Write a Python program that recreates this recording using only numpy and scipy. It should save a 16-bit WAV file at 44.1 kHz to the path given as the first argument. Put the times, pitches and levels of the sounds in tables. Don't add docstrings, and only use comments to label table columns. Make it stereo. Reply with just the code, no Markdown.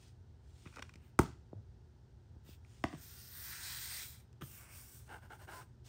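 import sys
import numpy as np
from scipy import signal
from scipy.fft import rfft, irfft, next_fast_len
from scipy.io import wavfile
from scipy.ndimage import uniform_filter1d

SR = 44100
rng = np.random.default_rng(int(sys.argv[2]) if len(sys.argv) > 2 else 0)


def store_pcm(level_fs):
    pcm = np.round(np.clip(level_fs, -1, 1) * 32767).astype(np.int16)
    wavfile.write(sys.argv[1], SR, np.atleast_2d(pcm).T)


N = 259572

# f/Hz, width/Hz, level/dB
BEZEL_MODES = [(1100, 300, -8), (1430, 200, 1), (1950, 190, -2), (2470, 250, -1), (3400, 120, -14),
               (3690, 120, -12), (4580, 100, -19), (5050, 220, -12), (5780, 300, -16), (8330, 140, -20),
               (9330, 96, -18)]
# f/Hz, width/Hz, level/dB
CHASSIS_MODES = [(215, 60, 0), (320, 80, 0), (470, 80, 0), (600, 70, -1), (800, 180, -5), (1150, 300, -6)]
# f/Hz, level/dB
PLASTIC_RUB = [(300, -34), (550, -10), (1000, -7.5), (1600, -3), (2300, -3.5), (3000, -2.5), (4200, -4),
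               (5600, -2), (7000, -3), (8500, -.5), (11000, 0), (14500, 0)]
# start/s, end/s, rise/s, judder/dB, hiss/dB
DRAGS = [(5.072, 5.2, .05, -51, -67), (5.21, 5.29, .025, -59, -74.5), (5.297, 5.38, .008, -53.5, -68.5),
         (5.385, 5.465, .035, -56.5, -66), (5.471, 5.645, .008, -51, -57.5)]
# f/Hz, coherence
ROOM_COHERENCE = [(60, 0.82), (180, 0.8), (550, 0.47), (1650, 0.03), (4970, 0.12), (15000, -0.04)]


def amp(db):
    return 10 ** (np.asarray(db) / 20)


def unit(x):
    return x / np.sqrt(np.mean(x ** 2) + 1e-20)


def along(points, hz):
    f, v = np.transpose(points)
    return np.interp(np.log(hz + 1), np.log(f + 1), v)


def wobble(rate_hz, size):
    knots = rng.standard_normal(int(size * rate_hz / SR) + 4)
    return np.interp(np.arange(size) * rate_hz / SR, np.arange(len(knots)), knots) * np.sqrt(3 / 2)


def spiky_noise(depth_db, rate_hz, size):
    return rng.standard_normal(size) * amp(depth_db * wobble(rate_hz, size))


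def decay(t, t60_s, rise_s):
    return amp(-60 * t / t60_s) * (1 - np.exp(-t / rise_s))


def swell(t, start_s, end_s, power):
    u = np.clip((t - start_s) / (end_s - start_s), 0, 1)
    return (4 * u * (1 - u)) ** power


def add(out, x, at_s):
    part = out[..., round(at_s * SR):][..., :x.shape[-1]]
    part += x[..., :part.shape[-1]]


def filtered(x, response):
    size = next_fast_len(x.shape[-1] + 4096, True)
    return irfft(rfft(x, size) * response(np.fft.rfftfreq(size, 1 / SR)), size)[..., :x.shape[-1]]


def impulse(response, size=16384):
    return irfft(response(np.fft.rfftfreq(size, 1 / SR))) * np.cos(np.pi / 2 * np.arange(size) / size)


def resonances(modes, f):
    return sum((-1) ** k * amp(db) * 1j * f * width / (hz * hz - f * f + 1j * f * width)
               for k, (hz, width, db) in enumerate(modes))


def bending(f, lag_s):
    return np.exp(-4j * np.pi * lag_s * np.sqrt(1000 * f))


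def noise(spectrum, coherence, size):
    width = lambda f: np.tan(np.arccos(np.clip(along(coherence, f), -.8, 1)) / 2)
    white = rng.standard_normal((2, size))
    mid, side = filtered(white, lambda f: amp(along(spectrum, f)) * [np.ones(len(f)), width(f)])
    return np.array([mid + side, mid - side]) / np.std(mid)


def placed(x, lean, lead=None, lead_scale=1):
    # f/Hz, level/dB
    balance = [(200, .5), (400, 1), (750, -4), (1300, -6), (2400, -5), (4400, -4), (8000, 0), (15000, 0)]
    # f/Hz, phase/rad
    laptop_lead = [(200, 0), (500, .4), (1100, .7), (2200, 1.1), (4400, .3), (8000, 0)]
    sides = np.array([[.5], [-.5]])
    gain = lambda f: amp(lean * along(balance, f) * sides)
    phase = lambda f: lead_scale * along(lead or laptop_lead, f) * sides
    return filtered(x, lambda f: gain(f) * np.exp(1j * phase(f)))


def room(x, wet_db, delay_s=.007):
    # f/Hz, t60/s
    room_t60 = [(100, .36), (400, .3), (1200, .29), (5000, .36), (14000, .23)]
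    hz, t, bands = signal.stft(noise([(100, 0), (10000, 0)], ROOM_COHERENCE, 16384), SR, nperseg=256)
    tail = signal.istft(bands * amp(-60 * t / along(room_t60, hz)[:, None]), SR, nperseg=256)[1]
    tail = np.pad(tail / np.linalg.norm(tail.mean(axis=0)), ((0, 0), (round(delay_s * SR), 0)))
    return amp(wet_db) * signal.fftconvolve(x[None], tail, axes=1)[:, :len(x)]


def background(rumble_db=-58, air_db=-73.5):
    # f/Hz, level/dB
    rumble_spectrum = [(15, -59), (25, -29), (46, -7), (75, .5), (130, -7), (150, -11), (175, -19),
                       (216, -17), (321, -29), (365, -21), (400, -25), (520, -55), (880, -120)]
    # f/Hz, level/dB
    air_spectrum = [(140, -30), (220, 1), (300, -6), (360, -1), (492, -6), (581, -9.5), (907, -8),
                    (1110, -18), (1440, -13), (2320, -24), (3180, -22), (5660, -23), (10800, -38),
                    (14000, -39), (15500, -48)]
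    # f/Hz, level/dB
    hum_tones = [(63, -71), (120.5, -66)]
    t = np.arange(N) / SR
    hum = sum(np.sqrt(2) * amp(db + 2.5 * wobble(5, N)) * np.sin(2 * np.pi * hz * t + .5 * wobble(4, N))
              for hz, db in hum_tones)
    rumble = amp(rumble_db) * noise(rumble_spectrum, ROOM_COHERENCE, N)
    air = amp(air_db) * noise(air_spectrum, ROOM_COHERENCE, N)
    return rumble + air + hum


def shell(x, ripple_db=2.3, spacing_hz=70, travel_hz=6, patchy_db=1.3):
    ripples = rng.standard_normal((2, 2048))
    here, there = [filtered(x, lambda f: amp(ripple_db * np.interp(f / spacing_hz, np.arange(2048), r)))
                   for r in ripples]
    position = (1 + np.tanh(2 * wobble(travel_hz, x.shape[-1]))) / 2
    bands = signal.stft(position * here + (1 - position) * there, nperseg=256)[2]
    patches = uniform_filter1d(rng.standard_normal(bands.shape[1:]), size=6, axis=0)
    patches = uniform_filter1d(patches, size=36, axis=1)
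    return signal.istft(bands * amp(patchy_db * unit(patches)), nperseg=256)[1][:, :x.shape[-1]]


def rub(spectrum, panel, hiss, fine, grain_db, lead_scale, split_hz=3000, fine_hz=11500):
    # f/Hz, coherence
    coherence = [(60, 0.92), (380, 0.65), (700, 0.55), (1500, 0.75), (3000, 0.7), (6500, 0.3)]
    # f/Hz, phase/rad
    hand_lead = [(400, 0), (1600, .6), (2800, 3.1), (4000, 5.4), (5500, 6.1), (7000, 8)]
    size = len(hiss)
    slips = noise(spectrum, coherence, size)
    low, below_fine = [filtered(slips, lambda f: 1 / (1 + (f / hz) ** 12)) for hz in (split_hz, fine_hz)]
    sound = panel * unit(low) + hiss * unit(below_fine - low) + fine * unit(slips - below_fine)
    grain = amp(grain_db * wobble(500, size) + .6 * wobble(22, size))
    return placed(shell(sound * grain), lean=.9, lead=hand_lead, lead_scale=lead_scale)


def brush(start_s, end_s, db, spectrum, panel_db, fine_db):
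    out, t = np.zeros((2, N)), np.arange(max(start_s, 0), end_s, 1 / SR)
    hiss = amp(db) * swell(t, start_s, end_s, power=1.9)
    sound = rub(spectrum, amp(panel_db) * hiss, hiss, amp(fine_db) * hiss, grain_db=1.3, lead_scale=.3)
    add(out, sound, t[0])
    return out


def brushes(slide_s=.02):
    # start/s, end/s, hiss/dB, fine hiss re hiss/dB
    touch_strokes = [(-.08, .15, -67, -14), (.36, 1.04, -70.5, -14), (.99, 1.13, -81, 0),
                     (2.425, 2.585, -65, -.5), (2.6, 2.93, -71, -12.5), (2.83, 3.03, -66, -14),
                     (5.835, 5.92, -62, -10)]
    # f/Hz, level/dB
    touch_spectrum = [(300, -40), (700, -8), (1800, -5), (2800, -1), (5000, -1), (7500, -3), (10000, -9),
                      (12500, -12), (15000, -10)]
    touches = sum(brush(start_s, end_s, db, touch_spectrum, panel_db=-7, fine_db=fine_db)
                  for start_s, end_s, db, fine_db in touch_strokes)
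    slides = sum(brush(start_s - slide_s, end_s + slide_s, db, PLASTIC_RUB, panel_db=-8, fine_db=-4)
                 for start_s, end_s, _, _, db in DRAGS)
    hinge_rub = brush(start_s=.9, end_s=1.19, db=-85, spectrum=PLASTIC_RUB, panel_db=6, fine_db=-15)
    return touches + slides + hinge_rub


def creaks(ring_db=.5, snap_db=8, scatter_db=1.2):
    # t/s, level/dB, relative treble/dB, t60/s, cut-off/Hz, relative chassis/dB
    ticks = [(.654, -49, -28, .17, 3500, -16), (.6725, -49, -26, .008, 3500, -12),
             (.724, -56, -20, .12, 5000, -8), (.739, -53, -12, .04, 7000, -10),
             (.7585, -48, -9, .014, 6000, -2), (.768, -41, -23, .02, 2000, -7),
             (.783, -44, -20, .05, 3500, -2), (.791, -43, -18, .03, 4000, -4),
             (.822, -34, -18, .012, 9000, -16), (.892, -48, -16, .014, 8000, -14),
             (.938, -53, -9, .015, 8000, -14), (.956, -50, -13, .01, 9000, -14),
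             (2.647, -56, -23, .008, 6000, -14), (4.329, -63, -3, .005, 9000, -20)]
    out, t = np.zeros((2, N)), np.arange(SR // 4) / SR
    peak_at = lambda x, db: amp(db) * x / abs(x).max()
    for at_s, db, treble_db, t60_s, cutoff_hz, chassis_db in ticks:
        modes = [(hz, width, level + scatter_db * rng.standard_normal())
                 for hz, width, level in BEZEL_MODES]
        burst = spiky_noise(depth_db=5, rate_hz=1500, size=len(t)) * decay(t, t60_s, rise_s=.002)
        ring = filtered(burst, lambda f: resonances(modes, f) / (1 + 1j * f / cutoff_hz) ** 2)
        snap = filtered(burst, lambda f: resonances([(5200, 5500, 0)], f) ** 2)
        body = filtered(burst, lambda f: resonances(CHASSIS_MODES, f))
        creak = peak_at(ring, ring_db) + peak_at(snap, treble_db + snap_db) + peak_at(body, chassis_db)
        add(out, amp(db) * (placed(creak, lean=.7) + room(creak, wet_db=-18)), at_s)
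    return out


def thuds():
    # t/s, contact/dB, cut-off/Hz, bounce delay/s, bounce/dB, f/Hz, t60/s
    blows = [(.659, 2.5, 210, .004, -41, 88, .12), (.954, -3, 200, .001, -44, 85, .12),
             (1.5295, 1.5, 620, .026, -37.5, 104, .2), (2.362, -9, 250, .002, -48, 75, .1),
             (2.488, -6, 330, .004, -49, 110, .1), (2.935, 7.5, 230, .012, -42, 145, .12),
             (4.419, 3, 260, .011, -36, 132, .09)]
    # f/Hz, width/Hz, level/dB
    floor_modes = [(103, 40, -4), (170, 80, -1), (330, 130, -1), (650, 300, -6), (1500, 800, -21)]
    out, t = np.zeros((2, N)), np.arange(SR // 2) / SR
    floor = impulse(lambda f: resonances(floor_modes, f) * bending(f, lag_s=.0008))
    for at_s, contact_db, cutoff_hz, delay_s, bounce_db, hz, t60_s in blows:
        contact = amp(contact_db) * signal.lfilter(*signal.butter(2, cutoff_hz, fs=SR), floor)
        bounce = amp(bounce_db) * decay(t, t60_s, rise_s=.004) * np.sin(2 * np.pi * hz * t)
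        add(out, contact + room(contact, wet_db=-13), at_s)
        add(out, bounce, at_s + delay_s)
    return out


def hinge(start_s=.72, end_s=.89, db=-68, chassis_db=1):
    out, t = np.zeros((2, N)), np.arange(start_s, end_s, 1 / SR)
    slips = spiky_noise(depth_db=5, rate_hz=400, size=len(t))
    body = lambda f: resonances(BEZEL_MODES, f) + amp(chassis_db) * resonances(CHASSIS_MODES, f)
    grind = amp(db) * unit(filtered(slips, body)) * swell(t, start_s, end_s, power=1.2)
    add(out, placed(grind, lean=.7), start_s)
    return out


def slam(blows, modes, lag_s, crack_t60_s, crack_rise_s, tilt_db, rattle_db, rattle_t60_s, lean, wet_db):
    # f/Hz, level/dB
    edge_spectrum = [(800, -20), (1800, -1), (3000, -4), (4800, -4), (6300, 0), (9000, -2), (13000, -10),
                     (15500, -9)]
    out = np.zeros((2, N))
    panels = impulse(lambda f: resonances(modes, f) * bending(f, lag_s))
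    edge_db = lambda f: along(edge_spectrum, f) + tilt_db * np.log2(1 + f / 4000)
    edge = impulse(lambda f: amp(edge_db(f)) * bending(f, lag_s))
    t = np.arange(len(panels)) / SR
    for at_s, db, crack_db, cutoff_hz in blows:
        knock = amp(db) * signal.lfilter(*signal.butter(1, cutoff_hz, fs=SR), panels)
        chatter = rng.standard_normal((2, len(t))) * decay(t, crack_t60_s, crack_rise_s)
        chatter /= np.linalg.norm(chatter.mean(axis=0))
        crack = signal.fftconvolve(edge[None], chatter, axes=1)[:, :len(t)]
        direct = knock + amp(crack_db) * crack + amp(crack_db + rattle_db) * rattle(t, rattle_t60_s)
        add(out, placed(direct, lean) + room(knock + amp(crack_db + 2.5) * edge, wet_db), at_s)
    return out


def rattle(t, t60_s, spiky_db=3.5):
    # f/Hz, width/Hz, level/dB
    key_modes = [(1450, 350, -5), (2650, 600, -4), (3500, 600, -4), (4550, 600, -5), (5600, 600, -6),
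                 (7100, 700, -8)]
    ticks = rng.standard_normal((2, len(t))) * amp(spiky_db * wobble(700, len(t)))
    return unit(filtered(ticks, lambda f: resonances(key_modes, f))) * decay(t, t60_s, rise_s=.012)


def lids():
    # f/Hz, width/Hz, level/dB
    plastic_modes = [(62, 22, 0), (122, 40, 1), (175, 80, -1.5), (280, 110, -.5), (350, 60, 2.5),
                     (410, 70, -5.5), (690, 150, -14), (845, 70, -10), (922, 24, -7), (1020, 170, -13),
                     (1320, 200, -9.5), (1590, 130, -16), (2020, 190, -23.5), (2650, 300, -32)]
    metal_modes = [(62, 25, -4), (130, 70, -3), (180, 40, -4), (278, 95, .5), (385, 90, -8.5),
                   (650, 130, -4.5), (820, 110, -7.5), (970, 160, -10), (1210, 150, -9), (1470, 150, -16),
                   (1990, 210, -9), (2760, 400, -18.5), (3550, 400, -25), (4500, 350, -28),
                   (5500, 300, -31)]
    # t/s, knock/dB, crack/dB, knock cut-off/Hz
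    plastic_blows = [(1.1903, 27.6, -2.8, 7000), (1.2025, 4, -22, 1200), (1.212, 2, -19, 900),
                     (1.2165, 12, -23, 600), (1.2325, 10, -27, 450)]
    metal_blows = [(2.8388, 16, -14, 6000), (2.9272, -4.5, -30, 3000), (2.934, -7.5, -33, 2500),
                   (2.9465, -8, -29, 2000)]
    plastic = slam(plastic_blows, plastic_modes, lag_s=.0001, crack_t60_s=.016, crack_rise_s=.0003,
                   tilt_db=-2, rattle_db=-45, rattle_t60_s=.35, lean=1.1, wet_db=-15.3)
    metal = slam(metal_blows, metal_modes, lag_s=.0017, crack_t60_s=.02, crack_rise_s=.0015,
                 tilt_db=-7, rattle_db=-39, rattle_t60_s=.28, lean=.6, wet_db=-12)
    return plastic + metal


def sweep(stroke, spectrum, hollow, panel_db, hiss_db, fine_db, lifts_db, grain_db, lead_scale):
    out = np.zeros((2, N))
    times_s, *levels_db = np.transpose(stroke)
    t = np.arange(times_s[0], times_s[-1], 1 / SR)
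    hiss, panel, fine = [amp(np.interp(t, times_s, db)) for db in levels_db]
    sound = rub(spectrum, amp(panel_db) * panel, amp(hiss_db) * hiss, amp(fine_db) * fine,
                grain_db, lead_scale)
    add(out, cupped(sound, t[0], hollow, lifts_db), t[0])
    return out


def cupped(x, start_s, hollow, lifts_db, width_oct=.2):
    hz, t, bands = signal.stft(x, SR, nperseg=512)
    times_s, *centres_hz = np.transpose(hollow)
    away_oct = [np.log2((hz[:, None] + 1) / np.interp(start_s + t, times_s, c)) for c in centres_hz]
    lift_db = sum(db * np.exp(-(away / width_oct) ** 2) for db, away in zip(lifts_db, away_oct))
    return signal.istft(bands * amp(lift_db), SR, nperseg=512)[1][:, :x.shape[-1]]


def hand():
    # t/s, hiss/dB, panel/dB, fine hiss/dB
    metal_stroke = [(2.97, -69, -71, -76), (3.03, -59, -70, -59), (3.178, -60, -68, -61),
                    (3.306, -59, -69, -58), (3.45, -52, -58, -50), (3.608, -53, -57, -58),
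                    (3.64, -47, -54, -54), (3.738, -48, -54, -50), (3.846, -47, -55, -49),
                    (3.878, -47, -55, -51), (4.022, -50, -57, -53), (4.098, -59, -69, -57),
                    (4.154, -63, -69, -66), (4.18, -69, -78, -75), (4.206, -70, -74, -77),
                    (4.26, -97, -89, -102)]
    plastic_stroke = [(4.41, -69, -64, -77), (4.42, -66, -60, -66), (4.444, -65, -76, -62),
                      (4.584, -61, -66, -60), (4.68, -68, -65, -74), (4.724, -60, -63, -62),
                      (4.77, -57, -65, -59), (4.864, -63, -72, -62), (4.994, -64, -76, -65),
                      (5.054, -75, -78, -84), (5.08, -70, -73, -81)]
    # t/s, lower f/Hz, upper f/Hz
    metal_hollow = [(3.05, 1500, 5600), (3.4, 1700, 5500), (3.6, 1750, 4700), (3.78, 1850, 4700),
                    (3.92, 2050, 4700), (4.01, 2250, 3600), (4.2, 2300, 3600)]
    plastic_hollow = [(4.45, 2900, 6000), (4.62, 2300, 5800), (4.72, 2200, 5600), (4.77, 2900, 4300),
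                      (4.83, 1500, 5700), (5.05, 1450, 5700)]
    # f/Hz, level/dB
    metal_rub = [(300, -34), (550, -16), (800, -10), (1150, -8.5), (1800, -2), (2600, -1.5), (3500, -1),
                 (4700, -1.5), (6500, -2.5), (7500, -3.5), (8700, -2), (11000, -4), (14500, -3)]
    metal = sweep(metal_stroke, metal_rub, metal_hollow, panel_db=.5, hiss_db=0, fine_db=4,
                  lifts_db=(4, 3), grain_db=.9, lead_scale=1)
    plastic = sweep(plastic_stroke, PLASTIC_RUB, plastic_hollow, panel_db=0, hiss_db=1.8, fine_db=4,
                    lifts_db=(4, 2.5), grain_db=.8, lead_scale=.5)
    skin = metal + plastic + brushes()
    return skin + room(skin[0], wet_db=-17)


def pats():
    # t/s, level/dB, t60/s
    contacts = [(4.411, -48.5, .045), (4.4175, -41, .06)]
    # f/Hz, width/Hz, level/dB
    slap_modes = [(339, 50, 9), (662, 80, -6), (1150, 250, -2), (1800, 350, -6), (2900, 700, -11),
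                  (3900, 400, -17)]
    out, t = np.zeros((2, N)), np.arange(SR // 8) / SR
    for at_s, db, t60_s in contacts:
        patches = spiky_noise(depth_db=3, rate_hz=900, size=len(t))
        slap = unit(filtered(patches, lambda f: resonances(slap_modes, f)))
        slap *= amp(db) * decay(t, t60_s, rise_s=.0012)
        add(out, placed(slap, lean=.5) + room(slap, wet_db=-14), at_s)
    return out


def press(t, start_s, end_s, rise_s, release_s=.045, easing_db_per_s=12):
    gate = np.clip((t - start_s) / rise_s, 0, 1) * np.clip((end_s - t) / release_s, 0, 1)
    return gate * amp(-easing_db_per_s * (t - start_s))


def fingertips(slip_hz=480, scatter=.6, roughness=.45, uneven_db=1.8, duck_db=-4.5,
               squeak_s=(5.54, 5.612), squeak_hz=(1055, 980), squeak_db=-53, waver=.014):
    # f/Hz, width/Hz, level/dB
    edge_modes = [(355, 130, -4), (640, 120, -6), (830, 90, 0), (1020, 110, -4), (1200, 160, -10),
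                  (1420, 130, -1), (1580, 140, -1), (2220, 190, -14), (2810, 250, -15)]
    out, t = np.zeros((2, N)), np.arange(5 * SR, N) / SR
    cycles = np.floor(np.cumsum(slip_hz * np.exp(scatter * wobble(300, len(t)))) / SR)
    slips = unit(np.diff(cycles, prepend=0) * amp(uneven_db * wobble(400, len(t))))
    slips += roughness * rng.standard_normal(len(t))
    pressure = sum(amp(db) * press(t, start_s, end_s, rise_s) for start_s, end_s, rise_s, db, _ in DRAGS)
    judder = unit(filtered(slips, lambda f: resonances(edge_modes, f))) * pressure
    squeaking = swell(t, *squeak_s, power=.25)
    pitch_hz = np.interp(t, squeak_s, squeak_hz) * (1 + waver * wobble(250, len(t)))
    squeak = amp(squeak_db) * squeaking * np.sin(2 * np.pi * np.cumsum(pitch_hz) / SR)
    sound = judder * amp(duck_db * squeaking) + squeak
    add(out, placed(sound, lean=.8) + room(sound, wet_db=-16), t[0])
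    return out


def scene():
    return lids() + thuds() + creaks() + hinge() + pats() + hand() + fingertips() + background()


def record(dry, low_cut_hz=52, shared_hz=7900, top_hz=15780):
    # f/Hz, phase/rad
    treble_lead = [(8800, 0), (10600, -3.1), (11800, -3.2), (13700, -2 * np.pi)]
    shared = lambda f: 1 / (1 + (shared_hz / (f + 1)) ** 40)
    turn = lambda f: np.exp(1j * along(treble_lead, f) * np.array([[.5], [-.5]]))
    both = filtered(dry, lambda f: 1 - shared(f)) + filtered(dry[0], lambda f: shared(f) * turn(f))
    low_cut = lambda f: signal.freqs(*signal.butter(2, low_cut_hz, "high", analog=True), f)[1]
    return filtered(both, lambda f: low_cut(f) / (1 + (f / top_hz) ** 240))


dry = scene()
out = record(dry)
store_pcm(out)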